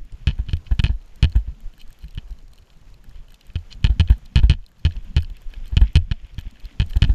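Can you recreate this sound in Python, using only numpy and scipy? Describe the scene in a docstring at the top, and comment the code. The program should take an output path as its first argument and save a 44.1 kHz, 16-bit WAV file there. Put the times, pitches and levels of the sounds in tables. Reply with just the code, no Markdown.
"""A small camera knocks about in its hard housing as a skier glides through deep powder. Each knock is a short
push on the wall with a bright landing click and a duller lift-off click. Thuds are low swings of the soft pad
the camera falls back on; each blow leaves a slow wobble. Snow grains tick, sharp ticks come with some thuds,
and soft brushes hiss on the ringing shell, over muffled wind and ski hiss."""
import sys
import numpy as np
from scipy import signal
from scipy.io import wavfile
from scipy.ndimage import uniform_filter1d

SR = 44100
rng = np.random.default_rng(int(sys.argv[2]) if len(sys.argv) > 2 else 0)


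def inscribe(sig):
    """Save sig as 16-bit PCM at rate SR to the path in sys.argv[1].

    A 1-D sig is mono; a 2-D sig holds one channel per row.
    Samples are clipped to [-1, 1] before scaling.
    """
    pcm = np.round(np.clip(np.atleast_2d(sig).T, -1, 1) * 32767)
    wavfile.write(sys.argv[1], SR, pcm.astype(np.int16))


N = 314874  # length in samples


def gain_of(db):
    """Turns decibels into a linear gain."""
    return 10 ** (np.asarray(db) / 20)


def evened(x):
    """Scales to rms 1."""
    return x / np.sqrt(np.mean(x ** 2) + 1e-20)


def add(mix, start_s, sound):
    """Mixes a sound in at a time, cut off at the end of the mix."""
    part = mix[max(round(start_s * SR), 0):][:len(sound)]
    part += sound[:len(part)]


def noise(spectrum, size, patchy_db, flicker_db, swell=0):
    """Random short-time spectra with drifting patches and a flicker shared by all bins, part of it slow."""
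    frames = 4 * N // size + 5
    hz = np.fft.rfftfreq(size, 1 / SR)
    real, imaginary, patches = rng.standard_normal((frames, len(hz), 3)).T
    patches = uniform_filter1d(patches, size=5, axis=0)  # smooth over pitch
    patches = evened(uniform_filter1d(patches, size=6, axis=1))  # and over time
    point_hz, point_db = np.transpose(spectrum)
    colour_db = np.interp(np.log(hz + 1), np.log(point_hz + 1), point_db)[:, None]
    fast = rng.standard_normal(frames)
    slow = evened(uniform_filter1d(rng.standard_normal(frames), size=40))
    flicker = evened(fast + swell * slow)
    level_db = colour_db + patchy_db * patches + flicker_db * flicker
    bins = (real + 1j * imaginary) * gain_of(level_db)
    return evened(signal.istft(bins, nperseg=size, noverlap=3 * size // 4)[1][:N])


# Modes of the hard shell, relative levels: [f/Hz, level/dB, t60/s]
SHELL_MODES = [(216.8, -16.5, 0.11), (299, -26, 0.054), (680.3, -27.5, 0.092), (898, -13.5, 0.019),
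               (1483, -15.5, 0.019), (1704, -6.5, 0.016), (2561, -4.5, 0.02), (3016, 1.5, 0.012),
               (3118, -4.5, 0.0092), (3570, -14, 0.032), (4143, 3, 0.0092), (4834, -7.5, 0.012),
               (5530, -5, 0.01), (6140, -20, 0.023), (7090, -2.5, 0.007), (8736, -0.5, 0.0091),
               (10700, -30, .004), (13500, -61.5, .004)]


def shell(tilt_db=0, centre_hz=3000, focus_db=0, turns=0, rise=.00025, chatter_db=-60, spot_db=0,
          size=6000):
    """Rings the shell modes, peak 1; tilt is per octave above 3 kHz, focus falls off around a centre."""
    hz, db, t60 = np.transpose(SHELL_MODES)[..., None]
    t = np.arange(size) / SR
    tilt = tilt_db * np.maximum(np.log2(hz / 3000), 0)
    focus = focus_db * np.log2(hz / centre_hz) ** 2
    mode_db = db + spot_db + tilt - focus
    modes = gain_of(mode_db - 60 * t / t60) * np.sin(2 * np.pi * (hz * t + turns))
    ring = modes.sum(0) * np.sin(np.pi / 2 * np.minimum(t / rise, 1)) ** 2
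    add(ring, .0021, gain_of(chatter_db) * ring.copy())  # a second, lighter touch
    return ring / abs(ring).max()


def grit(chance, ring):
    """Lumpy noise through a ring, rms 1; chance holds two rows of noise."""
    lumps = gain_of(6.5 * evened(uniform_filter1d(chance[1], size=40)))
    return evened(signal.oaconvolve(chance[0] * lumps, ring)[:len(lumps)])


# Air noise over time: [t/s, wind level/dB, ski hiss level/dB, shell hiss level/dB]
AIR_LEVELS = [(0.0, -40.5, -63.5, -67.5), (0.55, -27.5, -60, -65), (0.95, -46.5, -62, -78),
              (1.2, -38, -60.5, -65), (1.57, -37, -62, -75.5), (1.99, -40.5, -61, -66),
              (2.56, -41.5, -62, -96), (3.14, -40.5, -62, -70), (3.52, -44.5, -61.5, -70.5),
              (4.02, -29, -59.5, -66), (4.4, -40, -61.5, -66), (4.6, -42.5, -66.5, -82),
              (4.75, -48, -66, -80), (4.9, -32, -59, -63), (5.33, -37.5, -62, -67), (5.79, -30, -58, -57),
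              (6.06, -35, -64.5, -63), (6.6, -41.5, -60.5, -60), (7.14, -18.5, -55, -67)]
# Relative spectra per Hz of wind, ski hiss and the hiss lifted by the shell: [f/Hz, level/dB]
WIND_SPECTRUM = [(8.8, -46), (15, 5.5), (30, -3), (69, -20), (108, -19), (250, -30), (320, -42.5),
                 (550, -110)]
SKI_SPECTRUM = [(70, -32), (120, -8.5), (390, -7.5), (1140, -14), (2930, -19), (6000, -23.5), (7000, -22.5),
                (8200, -34), (10200, -33.5), (12300, -31.5), (13600, -39), (14800, -42), (15400, -82)]
SHELL_HISS_SPECTRUM = [(710, -48.5), (1200, -9.5), (1980, 1.5), (3320, 3.5), (4090, -14), (5170, -10),
                       (6000, -21.5), (7800, -45.5), (13200, -120)]


def air():
    """Lumpy wind, the muffled hiss of the skis, and the part of it that the shell lifts."""
    row_s, *levels_db = np.transpose(AIR_LEVELS)
    t = np.arange(N) / SR
    wind_gain, ski_gain, shell_gain = [gain_of(np.interp(t, row_s, db)) for db in levels_db]
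    wind = noise(WIND_SPECTRUM, size=2048, patchy_db=6.0, flicker_db=4.5)
    skis = noise(SKI_SPECTRUM, size=256, patchy_db=1.5, flicker_db=1.5, swell=0.8)
    lifted = noise(SHELL_HISS_SPECTRUM, size=256, patchy_db=0.5, flicker_db=5.0, swell=0.8)
    return wind_gain * wind + ski_gain * skis + shell_gain * lifted


# Relative spectrum per Hz of the housing's wobble: [f/Hz, level/dB]
WOBBLE_SPECTRUM = [(8.8, -47.5), (15, 6.5), (35, 2.5), (70, -24.5), (130, -36), (250, -85.5)]
WOBBLE_DB, WOBBLE_SLOPE, WOBBLE_T60 = -23.5, 0.56, 0.33  # dB; dB per dB of blow; s


def wobble():
    """Each blow leaves the housing wobbling: low noise that swells at the blow and dies away."""
    t, sway = np.arange(SR // 2) / SR, np.zeros(N)
    for start_s, blow_db, *_ in KNOCK_EVENTS + THUD_EVENTS:
        fade = gain_of(WOBBLE_DB + WOBBLE_SLOPE * blow_db - 60 * t / WOBBLE_T60)
        add(sway, start_s, fade * np.minimum(t / 0.017, 1))
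    return sway * noise(WOBBLE_SPECTRUM, size=2048, patchy_db=4.5, flicker_db=0.5)


# Soft brushes of snow or cloth along the shell:
# [t/s, level/dB, centre f/Hz, treble level/dB against the level, length/s]
BRUSH_EVENTS = [(0.656, -51, 2560, -32, 0.033), (0.303, -59, 3000, -40, 0.024),
                (0.493, -54, 2960, -32, 0.042), (0.868, -43.5, 3000, -37, 0.019),
                (1.784, -52, 3700, -22, 0.048), (2.001, -55.5, 3660, -15, 0.055),
                (3.7, -47.5, 3450, -33, 0.048), (4.109, -51.5, 3500, -28, .04),
                (4.518, -52.5, 2920, -48, 0.04), (5.659, -56, 3020, -12, 0.037),
                (5.534, -61, 2090, -21, 0.013), (6.891, -46.5, 4000, -9.5, 0.024)]


def brushes():
    """Gritty rubbing rings the shell around a centre, with some treble; each brush swells and fades."""
    out, t = np.zeros(N), np.arange(4000) / SR
    treble = signal.firwin(63, [10000, 14500], pass_zero=False, fs=SR)
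    chances = rng.standard_normal((len(BRUSH_EVENTS), 2, len(t)))
    for (start_s, db, hz, treble_db, length_s), chance in zip(BRUSH_EVENTS, chances):
        body = grit(chance, shell(centre_hz=hz, focus_db=9.0, size=1200))
        sound = body + gain_of(treble_db) * grit(chance, treble)
        swell = np.sin(np.pi * np.minimum(t / length_s, 1))
        add(out, start_s, gain_of(db) * sound * swell)
    return out


SLIP_S = 0.0028  # the burst of slips fades 26 dB in this time


def tick(db, hz, snap_db, chance):
    """A burst of tiny slips rings the shell near a centre, with a treble snap."""
    t, modes = np.arange(1200) / SR, len(SHELL_MODES)
    slips = chance[modes:] * gain_of(-26 * t / SLIP_S)
    response = shell(centre_hz=hz, focus_db=12.5, turns=chance[:modes, None], size=1200)
    ring = np.convolve(slips, response)
    treble = signal.firwin(95, [6150, 9700, 10740, 14500], pass_zero=False, fs=SR)  # two bands
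    snap = np.convolve(slips, treble)
    add(ring, 0, abs(ring).max() * gain_of(snap_db) * snap / abs(snap).max())
    return gain_of(db) * ring / abs(ring).max()


# Loudest ticks and scrapes on the shell:
# [t/s, peak level/dB, centre f/Hz, treble snap level/dB against the ring's peak]
TICK_EVENTS = [(0.122, -44, 5350, -24), (0.5683, -35, 3260, -8), (0.666, -39, 2580, -34),
               (0.7196, -40.5, 1580, 3), (1.325, -39, 2930, -26), (1.3603, -30, 1730, -1),
               (1.798, -50, 3070, -9), (1.8137, -38, 3000, -1), (1.988, -45, 3320, 2),
               (2.082, -41.5, 3140, -6), (2.149, -39, 2920, -1), (2.534, -44, 3430, -1),
               (2.702, -42, 4460, -35), (2.941, -46, 3350, -6), (3.3044, -44.5, 2880, -4),
               (3.343, -38, 3520, -5), (3.4102, -38, 4230, -15), (3.4668, -42, 2990, 11),
               (3.501, -41, 2300, -35), (3.712, -53, 3000, -53), (3.726, -23.5, 2870, -42),
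               (3.9064, -42, 1570, 1), (4.0757, -32.5, 3000, -39), (4.086, -33, 1490, -32),
               (4.1012, -28, 1700, -6), (4.18, -47, 1500, 16), (4.2606, -41, 3060, -38),
               (4.4333, -34, 1570, -5.5), (4.641, -48.5, 2720, -18), (4.6633, -37, 4600, -10),
               (4.909, -35.5, 1850, -47), (4.9214, -38, 3020, -41), (4.966, -36.5, 3020, -40),
               (5.2052, -38, 2860, -6), (5.2225, -36.5, 3220, -8), (5.23, -37.5, 1660, -2),
               (5.246, -35, 2820, -31), (5.3, -41.5, 2420, -6), (5.3678, -39.5, 2550, -4),
               (5.5374, -32, 2130, -18), (5.657, -40, 2320, -4), (5.6785, -42, 2600, 10),
               (5.815, -28.5, 1680, -11), (5.878, -38.5, 2740, -29), (6.246, -44, 2900, -22),
               (6.389, -31, 3080, -6), (6.41, -36.5, 2340, -5), (6.644, -41, 3040, -12),
               (6.654, -36, 3100, -8), (6.9006, -43, 3660, -9), (6.907, -41, 1510, -3),
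               (6.933, -33.5, 2900, -22), (6.963, -36, 1500, 3), (6.9695, -27.5, 3000, -4),
               (7.0797, -40.5, 1500, -4)]


def grains():
    """Tiny slips on the shell: the loud ticks, several of which come with the thuds, and a patter of faint ones
    set off by snow grains."""
    out, draws = np.zeros(N), 1200 + len(SHELL_MODES)
    for (start_s, *row), chance in zip(TICK_EVENTS, rng.standard_normal((len(TICK_EVENTS), draws))):
        add(out, start_s, tick(*row, chance))
    for chance in rng.standard_normal((12, draws)):  # twelve kinds of faint tick
        hit_db = -59 + 5.7 * np.minimum(rng.exponential(1, N), 3)
        hits = gain_of(hit_db) * (rng.random(N) < 3.5 / SR)  # 3.5 a second on average
        faint = tick(0, 3000 * 1.8 ** np.tanh(chance[0]), -7 + 5 * chance[1], chance)
        out += signal.oaconvolve(hits, faint)[:N]
    return out


# Camera back on the soft pad: [t/s, level/dB, first swing f/Hz, t60/s]
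THUD_EVENTS = [(0.1322, -22.5, 37, 0.036), (0.3941, -11.5, 64.6, 0.083), (0.7162, -6, 64.7, 0.081),
               (0.8977, -8.5, 66, 0.054), (1.3581, -4.5, 73.4, 0.14), (1.48, -17.5, 67.6, 0.1),
               (2.037, -26, 62.4, 0.13), (2.306, -21.5, 36.5, 0.074), (3.9, -6, 62.5, 0.087),
               (4.104, 0, 73.3, 0.086), (4.4368, -2, 69, 0.13), (4.9618, -18, 35.3, 0.053),
               (5.302, -23.5, 34.4, 0.05), (5.5649, -23, 37.2, 0.042), (5.7271, -13.3, 64, 0.05),
               (5.8165, -1, 64, 0.11), (6.2357, -25, 36.6, 0.027), (6.4576, -19, 33.2, 0.021),
               (6.64, -23.5, 33.7, 0.047), (6.9635, -5, 60, 0.034), (7.096, -4.5, 66.4, 0.081)]
DIP, PAD_HZ = 0.62, 50.1  # depth of the first dip 0-1; later ring of the pad
RUB_DB, RUB_SLOPE = -38, 1.27  # dB; dB per dB of thud


def thuds():
    """The pad is squeezed, springs back and rings low; the shell's low modes ring and the camera rubs it."""
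    t, out = np.arange(-900, 8000) / SR, np.zeros(N)
    chances = rng.standard_normal((len(THUD_EVENTS), 2, len(t)))
    low = shell(centre_hz=350, focus_db=5.5, rise=0.0011)
    mid_turns = rng.random((len(SHELL_MODES), 1))
    mid = shell(centre_hz=700, focus_db=4.0, turns=mid_turns, size=180)
    for (start_s, db, swing_hz, t60), chance in zip(THUD_EVENTS, chances):
        top = .5 / swing_hz  # end of the first half swing
        turns = np.where(t < top, swing_hz * t, .5 + PAD_HZ * (t - top))
        growth = np.interp(t, [0, top], [DIP, 1])
        height = np.where(t < top, growth, gain_of(-60 * (t - top) / t60))
        squeeze = DIP / (1 + (t * swing_hz / 0.18) ** 2)
        swing = -np.where(t < 0, squeeze, height * np.cos(2 * np.pi * turns))
        body = uniform_filter1d(swing, size=40)
        stroke = np.clip((t + .009) / .005, 0, 1) * gain_of(-60 * np.maximum(t - .006, 0) / .1)
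        rub = gain_of(RUB_DB + RUB_SLOPE * db) * grit(chance, mid) * stroke
        add(out, start_s + t[0], gain_of(db) * body + rub)
        add(out, start_s - .004, gain_of(1.1 * db - 20.5) * low)
    return out


# Camera against the hard wall:
# [t/s, push level/dB, lift-off click level/dB, share that stays on the wall and rings 0-1]
KNOCK_EVENTS = [(0.2715, -5.5, -18, 0.42), (0.287, -10, -27, 0.04), (0.3026, -18, -28, 0),
                (0.4866, -19.5, -26.5, 0.2), (0.5329, -8.5, -51, 0.59), (0.793, -6, -16, 0),
                (0.8392, -5, -16, 0.32), (0.857, -11.5, -21, 0.3), (1.2271, -2.5, -16, 0.12),
                (1.2435, -4.5, -21.5, 0.68), (2.1761, -17.5, -28, 0.07), (3.5561, -13, -29.5, 0.71),
                (3.8431, -2.5, -15, 0.2), (3.861, -14.5, -20.5, 0.3), (3.9972, -3.5, -15.5, 0.29),
                (4.009, -6.5, -33, 0.5), (4.358, -2, -14.5, 0.25), (4.3736, -6.5, -21.5, 0),
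                (4.39, -10, -28, 0.18), (4.4969, -2, -15.5, 0.12), (4.511, -6, -21.7, 0.37),
                (4.5283, -17, -26.5, 0.16), (4.8506, -5, -19, 0.38), (4.864, -9.5, -33, 0.46),
                (5.1649, -4.5, -17, 0.37), (5.18, -9, -32, 0.74), (5.7688, -2.5, -15.5, 0.3),
                (5.955, -1.5, -15, 0.13), (5.969, -4, -32, 0.74), (6.1132, -9, -20.5, 0.03),
                (6.3821, -18, -28.5, 0.2), (6.799, -6, -19, 0.13), (6.818, -10, -27, 0.62),
                (7.0209, -2, -14, 0.3), (7.0406, -6, -20, 0)]
CONTACT_S, MOUNT_HZ, MOUNT_T60 = 0.007, 82.9, 0.15  # time on the wall; ring of the camera held on it
VENT_HZ, VENT_DAMPING = 22.4, 0.48  # pressure leaks away behind the microphone
LAND_DB, LAND_SLOPE, REBOUND_DB = -8.5, 1.225, -1  # landing click follows the push; rebounds are softer
REBOUND_S = .03  # a landing this soon after another is a rebound
LIFT_S, REBOUND_LIFT_S, LIFT_SPREAD_S = .0066, .0072, .0003  # time to lift-off and its random spread
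STAY_LIFT_S = 0.0014  # a rebound that stays fully on the wall lifts off this much later
SPOT_DB = 2.0  # each blow lands on another spot and weights the modes differently


def knocks():
    """A short force while the camera is on the wall, a landing click and a duller, inverted lift-off."""
    t, out = np.arange(7000) / SR, np.zeros(N)
    w = 2 * np.pi * VENT_HZ
    vent = signal.bilinear([1, 0, 0], [1, 2 * VENT_DAMPING * w, w ** 2], SR)
    force = abs(np.sin(np.pi * np.minimum(t / CONTACT_S, 1))) ** 1.61
    bounce = signal.lfilter(*vent, force)
    bounce /= bounce.max()
    stay = np.sin(2 * np.pi * MOUNT_HZ * t) * gain_of(-60 * t / MOUNT_T60) * np.minimum(t / 0.0013, 1)
    stay /= stay.max()
    phases = .03 * rng.standard_normal((len(KNOCK_EVENTS), 2, len(SHELL_MODES), 1))  # turns
    spots = SPOT_DB * rng.standard_normal(phases.shape)
    shakes = rng.standard_normal((len(KNOCK_EVENTS), 2, len(t)))
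    dull_ring = shell(tilt_db=-20.0, focus_db=-1.0, size=1200)
    rebounds = np.diff([row[0] for row in KNOCK_EVENTS], prepend=0) < REBOUND_S
    for row, again, phase, spot, shake in zip(KNOCK_EVENTS, rebounds, phases, spots, shakes):
        start_s, push_db, lift_db, share = row
        share = np.clip(share, 0, 1)
        add(out, start_s - .0001, gain_of(push_db) * ((1 - share) * bounce + share * stay))

        land_db = LAND_DB + LAND_SLOPE * push_db + REBOUND_DB * again
        land = shell(tilt_db=0.62 * (land_db - 4), turns=phase[0], spot_db=spot[0],
                     chatter_db=-23.0)  # soft landings are dull
        add(out, start_s, gain_of(land_db) * land)

        wait_s = REBOUND_LIFT_S + STAY_LIFT_S * share if again else LIFT_S
        wait_s += LIFT_SPREAD_S * np.tanh(shake[0, 0])
        lift = shell(tilt_db=-17.0, turns=phase[1], spot_db=spot[1], rise=0.0015, chatter_db=-15.5)
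        add(out, start_s + wait_s - .0004, -gain_of(lift_db) * lift)

        fade = gain_of(0.34 * lift_db - 28 - 60 * t / 0.075) * np.minimum(t / 0.0015, 1)
        add(out, start_s, fade * grit(shake, dull_ring))  # loose parts buzz
    return out


def scene():
    """All sources at one microphone."""
    return (air() + wobble() + brushes() + grains() + thuds() + knocks())[None]


EDGE_HZ = 15900  # upper band limit


def record(dry):
    """The highest peaks are rounded off softly; then the band limit."""
    over = np.maximum(abs(dry) - .75, 0)  # part above the knee
    rounded = dry - np.sign(dry) * (over - .2 * np.tanh(over / .2))
    padded = np.pad(rounded, ((0, 0), (255, 255)), "reflect")
    lowpass = signal.firwin(511, EDGE_HZ, window=("kaiser", 9), fs=SR)
    return signal.oaconvolve(padded, lowpass[None], "valid")


dry = scene()
out = record(dry)
inscribe(out)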